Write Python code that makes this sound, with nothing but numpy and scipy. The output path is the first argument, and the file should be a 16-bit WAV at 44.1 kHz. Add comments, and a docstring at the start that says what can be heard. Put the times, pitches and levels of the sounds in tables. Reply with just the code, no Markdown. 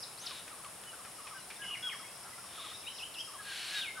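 """Sharp bird chips close to the microphone, over shrill insects and the low murmur of open air.
The place is the bank of a marsh pond. Nearby come slurred whistles, rising notes, swoops, harsh
rasps and bill ticks; farther off, soft hoots, falling notes and one grunt. Each whistle is the
wavering near-sine of a syrinx; each rasp is hiss with a throat resonance. Foliage scatters every
call, and the wall of leaves across the pond throws back a smeared echo."""
import sys
import numpy as np
from scipy import signal
from scipy.fft import rfft, irfft
from scipy.io import wavfile

SR = 44100
rng = np.random.default_rng(int(sys.argv[2]) if len(sys.argv) > 2 else 0)


def output_pcm(signal):
    """Save a mono or channel-first signal as 16-bit PCM at the path in sys.argv[1].

    Samples are clipped to [-1, 1] before scaling.
    """
    pcm = np.clip(np.atleast_2d(signal).T, -1, 1) * 32767
    wavfile.write(sys.argv[1], SR, np.round(pcm).astype(np.int16))


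N = 176400
TIME_S, FREQ_HZ = np.arange(N) / SR, np.fft.rfftfreq(N, 1 / SR)

def undb(db):
    """Decibels to gain."""
    return 10 ** (np.asarray(db) / 20)

def unit(x):
    """Scale to rms 1."""
    return x / np.sqrt(np.mean(x ** 2))

def colour(x, points):
    """Filter by (freq_hz, gain_db) points on a log-frequency axis."""
    hz, db = np.array(points, float).T
    gain_db = np.interp(np.log(np.maximum(FREQ_HZ, 1)), np.log(hz), db)
    return irfft(rfft(x) * undb(gain_db), N)

def noise(points):
    """Coloured noise of rms 1."""
    return unit(colour(rng.standard_normal(N), points))

def band(hz, width_hz):
    """Noise of rms 1 in one steep resonance."""
    skirts = 1 + (1.52 * (FREQ_HZ - hz) / width_hz) ** 4
    return unit(irfft(rfft(rng.standard_normal(N)) / skirts, N))

def walk(rate_hz):
    """Smooth random drift of rms 1, mostly slower than rate_hz."""
    return unit(irfft(rfft(rng.standard_normal(N)) / (1 + (FREQ_HZ / rate_hz) ** 4), N))

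def ramp(u):
    """Smooth step from 0 to 1."""
    return np.sin(np.pi / 2 * np.clip(u, 0, 1)) ** 2

def clock(length_s):
    """Sample times of one note."""
    return np.arange(int(length_s * SR) + 1) / SR

def add(out, start_s, x):
    """Mix a sound in at its time."""
    i = int(start_s * SR)
    out[i:i + len(x)] += x[:N - i]

def stereo(mid, side, left_db):
    """Mid and side to the microphone's two channels, the left louder by left_db."""
    return np.array([mid + side, mid - side]) * undb([[left_db / 2], [-left_db / 2]])

# Open air over the pond: freq_hz, gain_db
AIR_SPECTRUM = [(20, -46), (33, -16), (48, -11), (90, -2), (130, -1), (160, -4), (178, -1.5), (193, 2.5),
                (210, -5.5), (240, -4), (500, -1.5), (690, 0), (726, 3), (770, 0), (1250, 0), (1700, -4.5),
                (2900, -6), (4300, -9), (6200, -13), (12500, -23.5), (15500, -18.5)]
# High insect chorus around the microphone: freq_hz, gain_db
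CHORUS_SPECTRUM = [(4000, -43), (6200, -18.5), (6800, -4.5), (7400, -10), (8200, -1.5), (8900, 2),
                   (9500, -3.5), (10300, 4), (11000, -3), (11700, -6), (12500, -18), (15500, -30)]
# Waves of the lower insect shrill: time_s, level_db
SHRILL_LEVELS = [(0, -49.5), (.15, -67), (1.1, -65.5), (1.38, -60.5), (1.48, -64.5), (1.8, -58.5),
                 (2.1, -61), (2.5, -60.5), (2.59, -59), (2.7, -65), (2.77, -54.5), (2.91, -64), (2.96, -53),
                 (3.02, -53), (3.11, -64), (3.21, -52.5), (3.27, -55.5), (3.4, -66), (4, -61.5)]
# Stereo width at the microphone, side against mid: freq_hz, gain_db
MARSH_WIDTH = [(30, -11), (100, -21), (300, -11), (700, -11), (1400, -9.5), (3000, -5), (5500, -4.5),
               (9000, -4), (14000, 1)]

def marsh():
    """All round the microphone: open air, a steady insect chorus and a lower shrill in waves."""
    air = undb(-54 + .5 * walk(.67))
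    chorus = undb(-53.5 + .17 * walk(9) + .5 * walk(90))
    shrill = undb(np.interp(TIME_S, *np.array(SHRILL_LEVELS).T) + 1.9 * walk(28))
    mid, side = (air * noise(AIR_SPECTRUM) + chorus * noise(CHORUS_SPECTRUM)
                 + shrill * band(hz=5307, width_hz=740) for _ in range(2))
    return stereo(mid, colour(side, MARSH_WIDTH), left_db=1.8)

def leaves(call, wet_db, t60_s=.78):
    """A call reaches the microphone directly, then as many small echoes off the foliage."""
    onset_s, closest_t60_s, echo_s, smear_s = .0027, .14, .0424, .0076
    t = clock(.9)
    closest = undb(4.5 - 60 * t / closest_t60_s)  # the nearest leaves answer most strongly
    deeper = undb(-60 * t / t60_s)
    far_bank = undb(-7) * np.exp(-((t - echo_s) / smear_s) ** 2)
    fade = (closest + deeper) * ramp(t / onset_s) + far_bank
    tails = rng.standard_normal((2, len(t))) * fade / np.sqrt(np.sum(fade ** 2))
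    mid, side = (undb(wet_db) * signal.fftconvolve(call, tail)[:N] for tail in tails)
    return stereo(call + mid, undb(-9) * side, left_db=1.3)

def syrinx(hz, db, attack_s, release_s, rough, octave_db=-30):
    """One whistled note: a near sine that wavers and turns hoarse with its roughness."""
    jitter_rate_hz, breath_rate_hz = 300, 830.6
    t = np.arange(len(hz)) / SR
    jitter, breath_a, breath_b = (np.interp(t * rate, np.arange(400), rng.standard_normal(400))
                                  for rate in (jitter_rate_hz, breath_rate_hz, breath_rate_hz))
    phase = 2 * np.pi * np.cumsum(hz * (1 + .04 * rough * jitter)) / SR
    tone = np.sin(phase) + undb(octave_db) * np.sin(2 * phase)
    # A band of noise spread round the note.
    hoarse = rough * undb(.5) * (breath_a * np.sin(phase) + breath_b * np.cos(phase))
    envelope = ramp(t / attack_s) * ramp((t[-1] - t) / release_s)
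    return np.sqrt(2) * undb(db) * envelope * (tone + hoarse)

# A hoarse voice far from the microphone: freq_hz, gain_db
GRUNT_SPECTRUM = [(400, -40), (750, -16), (920, 1), (1100, -14), (1280, -3), (1600, -9), (3000, -42)]

def grunt(start_s=2.21, length_s=.11, level_db=-51.5):
    """One soft, low puff of noise, far off."""
    u = (TIME_S - start_s) / length_s
    return undb(level_db) * ramp(2 * u) * ramp(2 - 2 * u) * noise(GRUNT_SPECTRUM)

# A distant bird's falling notes: start_s, from_hz, level_db
FAR_DROPS = [(.295, 1260, -54), (0.511, 1347, -53), (0.576, 1316, -57.5), (0.635, 1328, -50.5),
             (.98, 1304, -56), (1.05, 1403, -57), (1.18, 1311, -53.5), (1.243, 1307, -52.5),
             (1.309, 1342, -50), (1.696, 1280, -53.5), (1.867, 1306, -52), (1.928, 1310, -53),
             (2.013, 1162, -57), (2.43, 1250, -54.5), (2.575, 1322, -50.5), (2.639, 1317, -51.5),
             (3.272, 1327, -52), (3.332, 1277, -51), (3.967, 1328, -50)]
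# The pips that open and close its phrases: start_s, pitch_hz, level_db
FAR_PIPS = [(.24, 1380, -49.5), (.923, 1383, -50.5), (1.99, 1293, -48.5), (2.375, 1380, -48.5),
            (2.708, 1258, -47), (3.397, 1280, -46.5)]

def distant_bird(drop_s=.04, pip_s=.031):
    """Far-off phrases of short falling whistles and hoarser pips of even pitch."""
    out = np.zeros(N)
    fall = 1 - .267 * (clock(drop_s) / drop_s) ** 1.436
    for start, hz, db in FAR_DROPS:
        add(out, start, syrinx(hz * fall, db, attack_s=.0049, release_s=.0089, rough=.073))
    for start, hz, db in FAR_PIPS:
        pitch = np.full_like(clock(pip_s), hz)
        add(out, start, syrinx(pitch, db, attack_s=.014, release_s=.028, rough=.31))
    return out

# Low hoots and a few thin, high whistles deep in the thicket: start_s, length_s, top_hz, level_db
THICKET_HOOTS = [(0.844, 0.091, 2990, -52.5), (.925, 0.032, 1540, -54), (0.932, 0.045, 2660, -64),
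                 (1.134, 0.12, 2920, -65), (1.329, 0.081, 1563, -48.5), (1.352, .08, 2926, -59),
                 (1.372, .1, 4100, -63), (1.552, 0.031, 3640, -56), (1.575, 0.1, 1656, -45.5),
                 (1.804, 0.108, 1508, -50), (3.373, 0.061, 1676, -47.5), (3.429, 0.13, 1643, -45),
                 (3.688, 0.14, 1683, -43), (3.796, 0.083, 1580, -48.5), (3.943, 0.086, 1523, -46),
                 (3.74, .1, 15100, -66)]

def hoots():
    """Soft, distant notes that swell and fade while their pitch arches."""
    out = np.zeros(N)
    for start, length, top_hz, db in THICKET_HOOTS:
        u = clock(length) / length
        pitch = top_hz * (1 - .365 * (u - .386) ** 2)
        add(out, start, syrinx(pitch, db, length / 2, length / 2, rough=.13, octave_db=-21))
    return out

# Harsh calls nearby: start_s, swell_s, hold_s, level_db, throat_hz, throat_gain_db
NEAR_RASPS = [(0.181, 0.082, 0.12, -53.5, 3670, -0.5), (2.382, 0.26, 0.069, -53, 3520, -2.5),
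              (3.358, 0.22, 0.21, -45, 4200, -7.5), (3.655, 0.12, 0.013, -50, 4150, -1)]
# Their hiss: freq_hz, gain_db
RASP_SPECTRUM = [(700, -40), (1400, -6), (1850, -5), (2150, -5), (2600, -3), (3000, 0), (3500, -4.5),
                 (4000, -2), (4350, -7.5), (4750, -9), (5800, -11.5), (6400, -16), (7500, -14),
                 (11000, -23), (15500, -33)]

def rasps(release_s=.042, flutter_hz=103.5, flutter_depth=.16):
    """Fluttering hisses with a throat resonance; they swell and break off."""
    out = np.zeros(N)
    hiss = noise(RASP_SPECTRUM)
    for start, swell, hold, db, throat_hz, throat_db in NEAR_RASPS:
        age = TIME_S - start
        effort = ramp(age / swell) * ramp((swell + hold - age) / release_s + 1)
        throat = undb(throat_db) * band(throat_hz, width_hz=480)
        out += undb(db) * effort * (hiss + throat)
    flutter_phase = 2 * np.pi * np.cumsum(flutter_hz * (1 + .22 * walk(34))) / SR
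    return out * (1 + flutter_depth * np.sin(flutter_phase))

# A bill ticking near the microphone: start_s, level_db, decay_s
BILL_TICKS = [(.309, -40.5, 0.0031), (0.4782, -43.5, .007), (0.647, -42.5, 0.0028), (0.837, -45.5, 0.004),
              (1.05, -44.5, 0.0062), (1.269, -45, 0.013), (1.502, -41, 0.0047), (1.509, -49, 0.019)]
# Its snap: freq_hz, gain_db
BILL_SPECTRUM = [(500, -11), (1300, -7), (1900, 1.5), (2900, 0.5), (3700, -7), (6000, -14), (14000, -36)]

def bill_ticks():
    """Dry snaps of a bill: noise that starts at once and dies within moments."""
    envelope = sum(undb(db) * (TIME_S >= start) * np.exp(-np.abs(TIME_S - start) / decay)
                   for start, db, decay in BILL_TICKS)
    return noise(BILL_SPECTRUM) * envelope

# Rising notes on the near bank: start_s, length_s, from_hz, to_hz, level_db
NEAR_RISES = [(0.173, 0.079, 3600, 6600, -53.5), (2.029, .035, 1880, 2190, -55),
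              (2.072, 0.051, 2420, 2704, -60), (2.589, 0.036, 3366, 3790, -51.5),
              (2.727, 0.059, 3460, 3920, -52), (2.856, 0.052, 3560, 3975, -51.5)]

def rises():
    """Quiet whistles that climb and level off."""
    out = np.zeros(N)
    for start, length, from_hz, to_hz, db in NEAR_RISES:
        u = clock(length) / length
        pitch = to_hz + (from_hz - to_hz) * np.abs(1 - u) ** 2.6
        add(out, start, syrinx(pitch, db, length * .067, length * .36, rough=.12))
    return out

# Chips close to the microphone: start_s, length_s, from_hz, to_hz, level_db
NEAR_CHIPS = [(0.022, 0.017, 5430, 4420, -42), (0.033, .012, 4360, 3180, -45),
              (0.256, 0.027, 5940, 1650, -40), (1.763, 0.0178, 2290, 1480, -50),
              (1.905, 0.041, 2410, 1178, -45), (1.266, 0.021, 2700, 1680, -53),
              (1.634, 0.025, 2200, 1880, -51), (2.318, 0.035, 2060, 1900, -57),
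              (2.736, 0.021, 5800, 5070, -59)]

def chips():
    """Very short whistles that fall ever faster."""
    out = np.zeros(N)
    for start, length, from_hz, to_hz, db in NEAR_CHIPS:
        u = clock(length) / length
        pitch = from_hz + (to_hz - from_hz) * u ** 1.6
        add(out, start, syrinx(pitch, db, length * .36, length * .41, rough=.11))
    return out

# Swoops on the near bank: start_s, length_s, floor_hz, end_hz, level_db, dive_gain_db
NEAR_SWOOPS = [(2.824, 0.073, 2193, 3160, -40.5, -16), (2.981, 0.069, 2490, 3190, -41, -6.5),
               (3.14, 0.082, 2540, 3220, -40.5, -9)]

def swoops(dive_hz=2170, dive_s=.0079, climb_from_s=.025, climb_s=.045):
    """Whistles that dive softly, then grow louder as they climb again."""
    out = np.zeros(N)
    for start, length, floor_hz, end_hz, db, dive_db in NEAR_SWOOPS:
        t = clock(length)
        climb = ramp((t - climb_from_s) / climb_s)
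        pitch = floor_hz + dive_hz * np.exp(-t / dive_s) + (end_hz - floor_hz) * climb
        level = db + dive_db * (1 - ramp(climb * 1.17))
        add(out, start, syrinx(pitch, level, attack_s=.002, release_s=.01, rough=.097))
    return out

# Slurred whistles close to the microphone:
# start_s, hold_s, slide_s, pitch_hz, end_hz, level_db, slide_gain_db, roughness
NEAR_SLURS = [(1.616, .125, 0.024, 2970, 1785, -43.5, -2, 0.48),
              (1.824, .068, 0.0143, 3361, 1950, -38.5, -4, 0.13),
              (3.746, .062, 0.12, 3810, 2080, -41, -4, 0.11)]

def slurs(sag=.0403, swell_db=5, bend_per_s=48):
    """A held whistle swells and sags a little in pitch, then slides down."""
    out = np.zeros(N)
    for start, hold, slide, hz, end_hz, db, slide_db, rough in NEAR_SLURS:
        t = clock(hold + slide)
        u = np.clip((t - hold) / slide, 0, 1)
        bend = bend_per_s * slide  # a longer slide levels out more
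        fall = np.expm1(-bend * u ** 1.4) / np.expm1(-bend)
        held_hz = hz * (1 - sag * np.minimum(t / hold, 1) ** 2)
        pitch = held_hz + (end_hz - held_hz) * fall
        level = db + swell_db * (ramp(t / hold) - 1) + slide_db * ramp(2 * u)
        add(out, start, syrinx(pitch, level, .004, slide / 3, rough, octave_db=-27))
    return out

def scene():
    """Near and far birds over the marsh, from a stereo microphone on the bank."""
    near = leaves(slurs() + chips() + rises() + swoops(), wet_db=-2.5)
    far = leaves(distant_bird() + grunt(), wet_db=-7.5)
    thicket = leaves(hoots(), wet_db=-7, t60_s=1)
    harsh = leaves(rasps() + bill_ticks(), wet_db=-4)
    return marsh() + far + thicket + harsh + near

def record(dry, top_hz=15750):
    """The recorder cuts the highest treble steeply."""
    return signal.sosfilt(signal.ellip(10, .2, 70, top_hz, fs=SR, output="sos"), dry)

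dry = scene()
out = record(dry)
output_pcm(out)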